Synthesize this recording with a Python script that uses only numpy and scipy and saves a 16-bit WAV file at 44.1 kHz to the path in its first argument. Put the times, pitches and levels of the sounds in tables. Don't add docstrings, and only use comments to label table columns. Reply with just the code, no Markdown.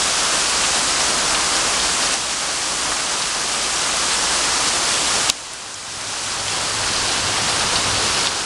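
import sys
import numpy as np
from scipy import signal
from scipy.fft import rfft, irfft, next_fast_len
from scipy.io import wavfile
from scipy.ndimage import uniform_filter1d, minimum_filter1d

SR = 44100
rng = np.random.default_rng(int(sys.argv[2]) if len(sys.argv) > 2 else 0)


def generate_wav(sig):
    pcm = np.round(np.clip(np.atleast_2d(sig).T, -1, 1) * 32767).astype(np.int16)
    wavfile.write(sys.argv[1], SR, pcm)


N = 372644
TIME = np.arange(N) / SR


def amp(db):
    return 10 ** (np.asarray(db) / 20)


def unit(x):
    return x / np.sqrt(np.mean(x ** 2) + 1e-20)


def swells(rows):
    return sum(amp(db) * np.exp(-.5 * ((TIME - s) / sigma_s) ** 2) for s, db, sigma_s in rows)


def read(points, hz):
    f, db = np.transpose(points)
    return np.interp(np.log(hz + 1), np.log(f + 1), db)


def colour(x, points):
    n = next_fast_len(N)
    gain = amp(read(points, np.fft.rfftfreq(n, 1 / SR)))
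    return irfft(rfft(x, n) * gain, n)[:N]


def resonance(x, hz, width_hz):
    f = np.fft.rfftfreq(len(x), 1 / SR)
    return irfft(rfft(x) / (1 + ((f - hz) / width_hz) ** 2), len(x))


def band_noise(hz, width_hz):
    noise = rng.standard_normal(next_fast_len(N))
    return unit(resonance(noise, hz, width_hz)[:N])


def add(mix, s, sound):
    part = mix[round(s * SR):][:len(sound)]
    part += sound[:len(part)]


def lag(x, seconds):
    r = np.exp(-1 / (seconds * SR))
    return signal.lfilter([1 - r], [1, -r], x)


def wash(patchy_db=0.48, flicker_db=0.43):
    z = signal.stft(rng.standard_normal(N), nperseg=512, noverlap=384)[2].T
    patches = uniform_filter1d(rng.standard_normal(z.shape), size=16, axis=0)
    patches = unit(uniform_filter1d(patches, size=18, axis=1))
    flicker = unit(uniform_filter1d(rng.standard_normal(len(z)), size=14))[:, None]
    z = z * amp(patchy_db * patches + flicker_db * flicker)
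    return unit(signal.istft(z.T, nperseg=512, noverlap=384)[1][:N])


def patter(drops_per_s=3200, spread_db=3.0, cycles=1.63, low_hz=2000, high_hz=10000, count=28):
    t, out = np.arange(512) / SR, np.zeros(N)
    for hz in np.linspace(low_hz, high_hz, count):
        size = amp(spread_db * np.minimum(rng.exponential(1, N), 4))
        falls = rng.random(N) < drops_per_s / count / SR
        sign = rng.choice([-1, 1], N)
        tick = np.exp(-t * hz / cycles) * np.cos(2 * np.pi * hz * t)
        out += signal.oaconvolve(size * falls * sign, unit(tick))[:N]
    return unit(out)


def rain(yard_drops_db=-10, street_drops_db=-9, yard_db=-18.5, street_db=-19.0, turn_s=6.66, turn_length_s=.9):
    # (frequency [Hz], relative level [dB])
    yard_spectrum = [(15, -41), (25, -9.5), (59, -7.5), (86, -12.5), (153, -6.5), (207, -7.5), (295, -4),
                     (460, -5), (713, -1.4), (900, -1.5), (1170, .5), (1450, -1.85), (1900, -5),
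                     (4600, -3.5), (6380, -3.5), (8010, -5), (10300, -10), (13400, -31), (22000, -120)]
    street_spectrum = [(15, -39), (25, -8), (70, -6.5), (97, -7.5), (183, -5), (453, -4), (613, -4),
                       (750, -2.5), (1090, -1), (1480, -3), (2000, -6.5), (2850, -5), (4490, -4.5),
                       (8210, -9), (10300, -13), (13400, -33), (22000, -120)]
    far, near = wash(), patter()
    yard = unit(colour(far + amp(yard_drops_db) * near, yard_spectrum))
    street = unit(colour(far + amp(street_drops_db) * near, street_spectrum))
    facing = np.clip(.5 + (TIME - turn_s) / turn_length_s, 0, 1)
    return (1 - facing) * amp(yard_db) * yard + facing * amp(street_db) * street


def camera_roll(mid_hz=1100, mid_width_hz=900):
    # (time of maximum [s], level [dB], sigma [s])
    dulling = [(1.35, -30, 0.39)]
    return swells(dulling) * band_noise(mid_hz, mid_width_hz)


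def spray(hz, width_hz, t60_s):
    t = np.arange(8192) / SR
    noise = resonance(rng.standard_normal(len(t)), hz, width_hz)
    age = t * np.log(1000) / t60_s
    burst = noise * np.sqrt(age) * np.exp(-age)
    return burst / np.sqrt(lag(burst ** 2, .006).max())


def splashes(relative_width=0.26):
    # (time [s], level [dB], pitch [Hz], decay t60 [s])
    drips = [(.635, -22, 3200, .05), (1.345, -24, 3000, 0.057), (1.798, -24, 3600, 0.029),
             (2.825, -27, 1000, .3), (2.918, -22, 1200, 0.02), (3.218, -21, 3700, 0.06),
             (4.103, -24, 3000, .11), (5.291, -21, 2900, 0.02), (5.535, -19, 9500, .012),
             (5.741, -17.5, 6500, .025), (6.48, -21, 3240, .025), (6.931, -23, 4800, .052),
             (6.961, -20.5, 4300, .041), (7.091, -22, 3650, .014), (7.756, -18.5, 3900, .04),
             (8.268, -19.5, 3400, .045)]
    out = np.zeros(N)
    for s, db, hz, t60_s in drips:
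        add(out, s, amp(db) * spray(hz, relative_width * hz, t60_s))
    return out


def ticks(rise_s=0.00021, top_hz=18600, top_db=8.6):
    # (time [s], level without the top [dB], pitch [Hz])
    droplets = [(1.8, -10.5, 3600), (2.141, -8.5, 6030), (2.924, -8.5, 1910), (8.272, -9.5, 3400)]
    t, out = np.arange(512) / SR, np.zeros(N)
    shape = t / rise_s * np.exp(1 - t / rise_s)
    top = amp(top_db) * np.sin(2 * np.pi * top_hz * t)
    for s, db, hz in droplets:
        add(out, s, amp(db) * shape * (np.sin(2 * np.pi * hz * t) + top))
    return out


def case_hit(hit_s=5.2992, smack_db=10, start_hz=8200, end_hz=2200, fall_s=0.00151, smack_t60_s=0.011):
    # (frequency [Hz], level [dB], decay t60 [s])
    modes = [(1150, -12, .03), (3020, -2, 0.021), (3900, 4, 0.014), (4950, 3, 0.0098), (6200, 1, .006),
             (7660, 4.5, 0.0066), (8900, -2, 0.0082)]
    t, out = np.arange(4096) / SR, np.zeros(N)
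    ring = sum(amp(db - 60 * t / t60_s) * np.sin(2 * np.pi * hz * t) for hz, db, t60_s in modes)
    pitch_hz = end_hz + (start_hz - end_hz) * np.exp(-t / fall_s)
    smack = amp(smack_db - 60 * t / smack_t60_s) * np.sin(2 * np.pi * np.cumsum(pitch_hz) / SR)
    add(out, hit_s, ring + smack)
    return out


def thunder(thud_hz=38, thud_width_hz=18):
    # (time of maximum [s], level [dB], sigma [s])
    rumbles = [(6.85, -36, 1), (7.98, -39, 0.084)]
    thuds = [(6.77, -42, .05), (6.972, -35, .05)]
    # (frequency [Hz], half-width [Hz], relative level [dB])
    resonances = [(101.4, 13, -1), (144, 29, -7.5)]
    roll = unit(sum(amp(db) * band_noise(hz, width_hz) for hz, width_hz, db in resonances))
    return swells(rumbles) * roll + swells(thuds) * band_noise(thud_hz, thud_width_hz)


def air_conditioner(hum_hz=59.1, hum_db=-46, waver=.08, waver_hz=2.2, fourth_db=-8):
    phase = 2 * np.pi * hum_hz * TIME
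    tone = np.sqrt(2) * (np.sin(phase) + amp(fourth_db) * np.sin(4 * phase))
    return amp(hum_db) * tone * (1 + waver * band_noise(0, waver_hz))


def scene():
    near = splashes() + ticks() + case_hit()
    return (rain() + camera_roll() + near + thunder() + air_conditioner())[None]


def gain_control(x, limit_db=-9.5, overreaction=1.55, deepest_db=-13.0, sense_s=.001, attack_s=.0016,
                 settle_s=0.014, settle_share=0.5, hold_s=0.51, recover_s=1.35, overshoot=0.28):
    level = np.sqrt(lag(x ** 2, sense_s) + 1e-12)
    wanted = np.clip((amp(limit_db) / level) ** overreaction, amp(deepest_db), 1)
    half = int(hold_s * SR / 2)
    cut = 1 - minimum_filter1d(wanted, 2 * half + 1, origin=half, mode="nearest")
    release = np.exp(-TIME / recover_s)
    cut = np.maximum.accumulate((cut + overshoot) / release) * release - overshoot
    fast, slow = lag(cut, attack_s), lag(cut, settle_s)
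    return x * (1 - (1 - settle_share) * fast - settle_share * slow)


def record(dry, clip_level=.67, edge_hz=16500):
    # (frequency [Hz], gain [dB])
    response = [(20, -0.5), (1300, 0), (1620, 0.67), (2200, -0.6), (2950, 0.45), (3600, -0.9), (4800, 0.78),
                (7000, -0.5), (10300, 0.5), (10650, -5), (11000, -7.5), (11700, -0.5), (12350, -8),
                (12700, -60)]
    x = colour(gain_control(dry[0]), response)
    clipped = np.clip(x, -clip_level, clip_level)
    softened = colour(clipped, [(10500, 0), (14000, -13.5)])
    lowpass = signal.firwin(127, edge_hz, window=("kaiser", 9), fs=SR)
    return signal.oaconvolve(softened, lowpass, "same")[None]


dry = scene()
out = record(dry)
generate_wav(out)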